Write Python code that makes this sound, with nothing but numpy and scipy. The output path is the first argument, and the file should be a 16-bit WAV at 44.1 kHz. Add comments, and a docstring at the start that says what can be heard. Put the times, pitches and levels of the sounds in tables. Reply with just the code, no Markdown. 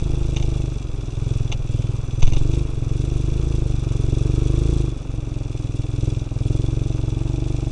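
"""A shallow stony stream bed: a single-cylinder four-stroke quad bike climbs slowly, heard from the rider's seat.
Each firing rings the exhaust resonances as crack, thump, bark and rasp; shaped noise makes the gas puff,
the valve clatter and the intake hiss once a cycle, and the throttle opens and closes.
Noise bursts and ringing steel make the gear change, flickering noise the tyre wash, faint wavering tones a wet brake.
Air and one bump push on the microphone of a camera close by, whose case colours the treble."""
import sys
import numpy as np
from scipy import signal
from scipy.fft import rfft, irfft, next_fast_len
from scipy.io import wavfile
from scipy.ndimage import uniform_filter1d

SR = 44100
rng = np.random.default_rng(int(sys.argv[2]) if len(sys.argv) > 2 else 0)


def wav_record(signal):
    """Record a signal, one row per channel, as 16-bit PCM in the file named by sys.argv[1]."""
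    frames = np.transpose(np.atleast_2d(signal))
    bounded = np.clip(frames, -1, 1)
    # unit amplitude maps onto the largest positive 16-bit level
    quanta = np.round(bounded * 32767).astype(np.int16)
    wavfile.write(sys.argv[1], SR, quanta)


N = 340011
TIME = np.arange(N) / SR
SIZE = next_fast_len(N + SR // 2, True)  # padded length for filtering
FREQ = np.maximum(np.fft.rfftfreq(SIZE, 1 / SR), 1)
CRUISE_HZ = 23  # firings per second at which the engine levels are stated


def undb(db):
    """Decibels to gain."""
    return 10 ** (np.asarray(db) / 20)


def unit(x):
    """Scale to rms 1."""
    return x / np.sqrt(np.mean(x ** 2))


def curves(table):
    """The columns of a table of (t/s, ..) rows, drawn as straight lines at every sample."""
    s, *columns = np.transpose(table)
    return [np.interp(TIME, s, column) for column in columns]


def through(x, response):
    """Filter by a frequency response."""
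    return irfft(rfft(x, SIZE) * response, SIZE)[:N]


def colour(x, points):
    """Shape a sound by (f/Hz, level/dB) points; rms 1."""
    hz, db = np.transpose(points)
    level_db = np.interp(np.log(FREQ), np.log(hz), db)
    return unit(through(x, undb(level_db)))


def noise(points):
    """Coloured noise of rms 1."""
    return colour(rng.standard_normal(N), points)


def ring(at, size, stretch, modes, rise_ms):
    """Each blow swells into the modes and dies away, at its own size and pitch; rms 1."""
    hz, width, db, side = np.transpose(modes)[:, :, None]
    age = TIME[:SR // 8]
    swell = 1 - np.exp(-age * 1000 / rise_ms)
    envelopes = np.sign(side) * undb(db) * np.exp(-np.pi * width * age)
    out = np.zeros(N + len(age))
    for start, gain, k in zip(at, size, stretch):
        waves = envelopes * np.sin(2 * np.pi * hz * k * age)
        out[start:start + len(age)] += gain * swell * waves.sum(0)
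    return unit(out[:N])


def cut(x, hz, kind, order=2):
    """Low-pass or high-pass."""
    return signal.sosfilt(signal.butter(order, hz, kind, fs=SR, output="sos"), x)


def later(x, ms):
    """Delay a sound."""
    return np.interp(TIME - ms / 1000, TIME, x, left=0)


def walk(rate):
    """A random wander of spread near 1, with `rate` new values a second joined by straight lines."""
    knots = rng.standard_normal(4096)
    return np.interp(TIME * rate, np.arange(len(knots)), knots)


def engine_gain(law, firing_hz, throttle):
    """A part of the engine grows louder with the throttle and changes with speed."""
    full_db, shut_db, octave_db = law
    return undb(full_db - shut_db * (1 - throttle) + octave_db * np.log2(firing_hz / CRUISE_HZ))


def firings(cycles, slack, scatter_db, jitter_ms):
    """Sample and size of each firing; on a closed throttle the burn is uneven in strength and timing."""
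    at = np.searchsorted(cycles, np.arange(1, int(cycles[-1]) + 1))
    strength, late = rng.standard_normal((len(at), 2)).T
    delay = late * slack[at] * jitter_ms * SR / 1000
    size = undb(scatter_db * strength * (0.5 + 1.7 * slack[at]))
    return np.clip(at + delay.astype(int), 0, N - 1), size


# exhaust resonances, silencer box up to pipe overtones, and the sharp first crack:
# f/Hz, width/Hz, relative level/dB, polarity
BOOM_MODES = [(47.5, 29, 0, 1)]
THUMP_MODES = [(119.6, 54.4, 0, -1)]
CRACK_MODES = [(383.7, 144, 0, -1)]
BARK_MODES = [(285.9, 15.8, 0, -1), (315.4, 24.6, 9, -1), (410, 17.6, -13, 1), (433, 28, -3.5, -1)]
RASP_MODES = [(523, 47.5, 6, -1), (639.4, 30, 5, 1), (801, 26, -1, -1), (897.5, 45, -4.5, 1)]
# turbulent gas: f/Hz, relative level/dB
GAS_COLOUR = [(50, -14.5), (85, 2), (130, -0.5), (200, -3), (300, -2), (430, -6.5), (550, -12.5),
              (800, -20), (1300, -24), (2200, -26.5), (5000, -61.5)]
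# how each part follows the engine: level/dB at full throttle and cruising speed,
# loss/dB with the throttle shut, slope/dB per octave of speed
BOOM_LAW = (-19.5, 10.5, 4.5)
THUMP_LAW = (-17, 15, -15.5)
CRACK_LAW = (-27, 25, -6.5)
BARK_LAW = (-27, 15, 3.5)
PUFF_LAW = (-37, 1.5, 4)
RASP_LAW = (-51, 0.5, -5.5)
# bark and rasp over their usual strength: t/s, level/dB
BARK_LIFT_CURVE = [(.6, -0.5), (1.2, -2.5), (2.1, -5), (2.4, 1), (3.7, -1), (4.7, 1.5), (5.2, 0.5),
                   (7.7, 3)]
RASP_LIFT_CURVE = [(.62, 4.5), (.8, -7), (2.5, -4), (4.6, -3), (5.9, -1), (6.7, 2.5), (7.7, 6.5)]
STEADY_THROTTLE, SLACK_THUMP_DB = .45, -13.5  # below this opening the burn turns slack and the thump weakens
# the pulse returns from the pipe's end, most clearly on a light throttle
ECHO_MS, ECHO_OPEN_DB, ECHO_SHUT_DB = 8.14, -16.5, 5


def exhaust(cycles, firing_hz, throttle, boom_lag_ms=2.79, thump_lag_ms=0.58, bark_lag_ms=0.82, rasp_lag_ms=2.52):
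    """Each firing cracks out of the valve, thumps the silencer and rings the pipe; a puff of gas follows."""
    slack = np.clip(1 - throttle / STEADY_THROTTLE, 0, 1)
    at, size = firings(cycles, slack, scatter_db=1.046, jitter_ms=1.2)
    # hotter, faster gas at high revs lifts the resonances, and no two burns are equally hot
    revs = firing_hz[at] / CRUISE_HZ
    heat = 1 + .004 * rng.standard_normal(len(at))

    boom = later(ring(at, size, heat * revs ** 0.96, BOOM_MODES, rise_ms=2.2), boom_lag_ms)

    # the gas takes some milliseconds to leave the cylinder, which rounds the thump
    thump = later(ring(at, size, heat * revs ** 0.68, THUMP_MODES, rise_ms=6), thump_lag_ms)
    echo_db = ECHO_SHUT_DB + (ECHO_OPEN_DB - ECHO_SHUT_DB) * throttle
    echo = later(thump, ECHO_MS) * undb(echo_db)
    thump = unit(thump + echo) * undb(SLACK_THUMP_DB * slack)

    crack = unit(cut(ring(at, size, heat, CRACK_MODES, rise_ms=1.56), 617, "low"))

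    bark = later(ring(at, size, heat * revs ** 0.51, BARK_MODES, rise_ms=0.69), bark_lag_ms)
    bark = unit(cut(bark, 500, "low")) * undb(curves(BARK_LIFT_CURVE)[0])

    rasp = later(ring(at, size, heat * revs ** 0.17, RASP_MODES, rise_ms=3.2), rasp_lag_ms)
    rasp = rasp * undb(curves(RASP_LIFT_CURVE)[0])

    flow = np.exp(-((cycles - .06) % 1) / 0.99)
    flow = uniform_filter1d(flow, size=300)  # the valve opens gradually
    puff = unit(noise(GAS_COLOUR) * flow)

    parts = [(boom, BOOM_LAW), (thump, THUMP_LAW), (crack, CRACK_LAW),
             (bark, BARK_LAW), (puff, PUFF_LAW), (rasp, RASP_LAW)]
    return sum(part * engine_gain(law, firing_hz, throttle) for part, law in parts)


# knocks in each cycle: place in the cycle/0-1, decay/cycles, relative level/dB
VALVE_KNOCKS = [(0.264, 0.03, -6), (0.595, 0.16, 8), (0.94, 0.17, 3.5)]
# valve cover and crankcase: f/Hz, relative level/dB
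CLATTER_COLOUR = [(500, -27.5), (1300, -38), (2200, 4), (3500, 6), (6000, -1), (7500, 1), (10000, -11.5)]
# clatter over its usual strength: t/s, level/dB
CLATTER_LIFT_CURVE = [(0, 0), (1, 2.5), (2.5, 0), (3.9, -0.5), (4.8, 0.5), (5.05, -2), (5.7, 2.5), (6.7, 1),
                      (7.7, 1.5)]
# level/dB at full throttle and cruising speed, loss/dB with the throttle shut, slope/dB per octave of speed
CLATTER_LAW = (-49.5, 8, 3.5)


def valve_train(cycles, firing_hz, throttle):
    """Rockers and valves knock at fixed places in the cycle, never twice alike, over the whirr of the cam chain."""
    force = 0.33  # the steady whirr
    for place, decay, db in VALVE_KNOCKS:
        since = cycles + 1 - place
        strength = undb(db + 1.4 * rng.standard_normal(512))[since.astype(int)]
        force = force + strength * np.exp(-(since % 1) / decay)
    rattle = rng.standard_normal(N) * uniform_filter1d(force, size=70) * undb(0.53 * walk(450))
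    clatter = colour(rattle, CLATTER_COLOUR) * undb(curves(CLATTER_LIFT_CURVE)[0])
    return clatter * engine_gain(CLATTER_LAW, firing_hz, throttle)


# air intake: f/Hz, relative level/dB
INTAKE_COLOUR = [(1500, -20), (3500, 1), (6000, -7), (7500, -0.5), (9000, -2.5), (10300, -11)]
# level/dB at full throttle and cruising speed, loss/dB with the throttle shut, slope/dB per octave of speed
INTAKE_LAW = (-49.5, 15, 4.5)


def intake(cycles, firing_hz, throttle, place=0.44, length=0.15):
    """Air hisses past the throttle while the piston draws in; place and length are in cycles."""
    draw = 0.2 + np.exp(-((cycles % 1 - place) / length) ** 2)
    hiss = unit(noise(INTAKE_COLOUR) * draw * undb(2.7 * walk(30)))
    return hiss * engine_gain(INTAKE_LAW, firing_hz, throttle)


# tyres in water: f/Hz, relative level/dB
WASH_COLOUR = [(100, -14), (300, -3), (600, 0), (950, -2), (1200, 1), (1600, -5), (2500, -12), (9000, -25)]
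# tyres in the stream: t/s, level/dB
WATER_LEVEL = [(0, -48.5), (1, -51), (1.3, -49), (2.1, -50), (4.6, -47), (5.4, -52), (7.7, -51)]


def tyres():
    """Water churns round the tyres, with small spatters in it."""
    spatter = rng.standard_normal(N) * undb(3.7 * walk(300))
    return colour(spatter, WASH_COLOUR) * undb(curves(WATER_LEVEL)[0] + 0.16 * walk(4.2))


# gusts and lurches that push air on the camera, added to the breeze: t/s, half length/s, level/dB
AIR_GUSTS = [(0.156, 0.63, -27.5), (1.397, 0.46, -30), (2.365, 0.17, -16), (3.297, 1, -31)]
BREEZE_DB = -39.5


def buffeting(eddy_db=-8.5):
    """Air and jolts of the track push slowly on the microphone."""
    strength = undb(BREEZE_DB)
    strength = strength + sum(undb(db) * np.exp(-((TIME - s) / half) ** 2) for s, half, db in AIR_GUSTS)
    push = noise([(4, -18), (12, 0), (20, -2), (30, -9), (50, -20), (90, -32), (200, -48), (600, -80)])
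    # only the strongest gusts break up into a higher rumble
    eddies = noise([(25, -9.5), (60, 3), (110, -7.5), (200, -23.5), (600, -71.5)]) * undb(eddy_db)
    return push * strength + eddies * strength ** 2


# clanks of the gear change and drive: t/s, relative level/dB, lead of the first touch/ms
GEAR_CLANKS = [(.368, -23.5, 5), (.426, -28, 27), (1.524, -22, 6), (2.227, -21, 5.5), (2.276, -28, 6.3),
               (2.334, -26, 11), (2.368, -29, 4), (2.535, -33.5, 3)]
# gearbox: f/Hz, relative level/dB
GEARBOX_COLOUR = [(150, -22), (500, 8.5), (800, 11.5), (1400, -3), (2300, 0.5), (3700, 1.5), (4500, -1),
                  (5400, -11), (6300, -8), (7200, -7.5), (10000, -30)]
# ringing steel of the gear change: f/Hz, width/Hz, relative level/dB, polarity
STEEL_MODES = [(812, 49, -8, 1), (2150, 120, 8, -1), (2810, 44, 1, 1), (3040, 30, -1.5, -1),
               (3636, 69, 0.5, 1), (6260, 146, 6, -1)]
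TOUCH_DB, CHATTER_MS = -4.5, 8.2  # the first touch is lighter than the blow that seats the part; both die away


def gear_change(chatter_db=-8, steel_db=-55.5):
    """Steel parts touch, slap home, ring briefly and chatter to rest in the gearbox."""
    force = np.zeros(N)
    age_ms = TIME[:SR // 8] * 1000
    s, db, lead_ms = np.transpose(GEAR_CLANKS)
    at = (np.r_[s - lead_ms / 1000, s] * SR).astype(int)  # all touches, then all blows
    sizes = undb(np.r_[db + TOUCH_DB, db])
    for start, size in zip(at, sizes):
        force[start:start + len(age_ms)] += size * np.exp(-age_ms / CHATTER_MS)
    chatter = noise(GEARBOX_COLOUR) * force
    pitch = 1 + 0.0033 * rng.standard_normal(len(at))
    steel = ring(at, sizes, pitch, STEEL_MODES, rise_ms=0.24)
    return chatter * undb(chatter_db) + steel * undb(steel_db)


# faint squeals of a wet brake: start t/s, end t/s, f/Hz, peak level/dB
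BRAKE_SQUEALS = [(1.7, 1.98, 3080, -50), (1.944, 2.34, 6020, -68)]


def brake():
    """A wet pad sings faintly, swelling and fading, with a wavering pitch."""
    out = np.zeros(N)
    for start, end, hz, db in BRAKE_SQUEALS:
        press = np.sin(np.pi * np.clip((TIME - start) / (end - start), 0, 1))
        phase = 2 * np.pi * np.cumsum(hz * (1 + 0.0042 * walk(60))) / SR
        out += undb(db) * press * np.sin(phase)
    return out


def jolt(s=2.232, db=-27.5):
    """A bump shakes the camera with a dull thud and leaves it swaying for a moment."""
    modes = [(12, 9, 0, -1), (45, 60, -6, -1)]  # f/Hz, width/Hz, relative level/dB, polarity
    return ring([int(s * SR)], [1], [1], modes, rise_ms=2.5) * undb(db)


# engine speed: t/s, firing rate f/Hz
FIRING_RATE = [(0.0, 26.63), (0.6, 25.43), (1.04, 20.57), (1.26, 22.0), (1.66, 20.01), (2.0, 21.09),
               (2.22, 20.4), (2.6, 26.43), (2.82, 21.39), (3.1, 25.66), (3.18, 23.88), (3.48, 27.99),
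               (3.6, 25.26), (3.98, 22.64), (4.5, 25.05), (4.72, 27.86), (4.92, 23.59), (5.72, 20.26),
               (6.12, 21.77), (6.32, 20.36), (6.7, 23.04), (7.1, 22.41), (7.44, 24.74), (7.7, 23.48)]
# the rider's thumb: t/s, throttle opening/0-1
THUMB = [(0.0, 0.57), (0.55, 0.64), (0.86, 0.16), (1.06, 0.19), (1.3, 0.59), (1.63, 0.23), (1.74, 0.6),
         (2.09, 0.31), (2.35, 0.66), (2.59, 0.82), (2.66, 0.3), (2.95, 0.61), (3.43, 0.69), (3.83, 0.58),
         (4.18, 0.83), (4.75, 0.9), (4.88, 0.63), (4.93, 0.24), (5.94, 0.41), (6.07, 0.73), (6.29, 0.24),
         (6.47, 0.72), (6.95, 0.51), (7.7, 0.49)]


def scene():
    """One cycle count drives every part of the engine; throttle and speed set how loud each is."""
    firing_hz = curves(FIRING_RATE)[0]
    throttle = np.clip(curves(THUMB)[0], 0, 1)
    cycles = .525 + np.cumsum(firing_hz) / SR  # one firing at each whole number
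    engine = (exhaust(cycles, firing_hz, throttle)
              + valve_train(cycles, firing_hz, throttle)
              + intake(cycles, firing_hz, throttle))
    return (engine + tyres() + buffeting() + gear_change() + brake() + jolt())[None]


# resonances and notches of the camera case: f/Hz, half width/Hz, level/dB
CASE_RESPONSE = [(1853, 380, -7), (2385, 122, 6.5), (2675, 164, 7), (3120, 76, -8), (3421, 96, 8),
                 (3664, 220, 4), (4340, 150, -1.5), (4985, 70, 6.5), (5300, 68, 0), (5610, 210, 8.5),
                 (5990, 110, 13), (6470, 280, 5.5), (7570, 110, 4.5)]
TOP_HZ = 10400


def record(dry):
    """The camera case colours the treble at its microphone; the deepest bass and the top are cut."""
    case_db = sum(db * np.exp(-((FREQ - hz) / width) ** 2) for hz, width, db in CASE_RESPONSE)
    heard = cut(through(dry[0], undb(case_db)), 3.3, "high", order=1)
    return cut(heard, TOP_HZ, "low", order=20)[None]


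dry = scene()
out = record(dry)
wav_record(out)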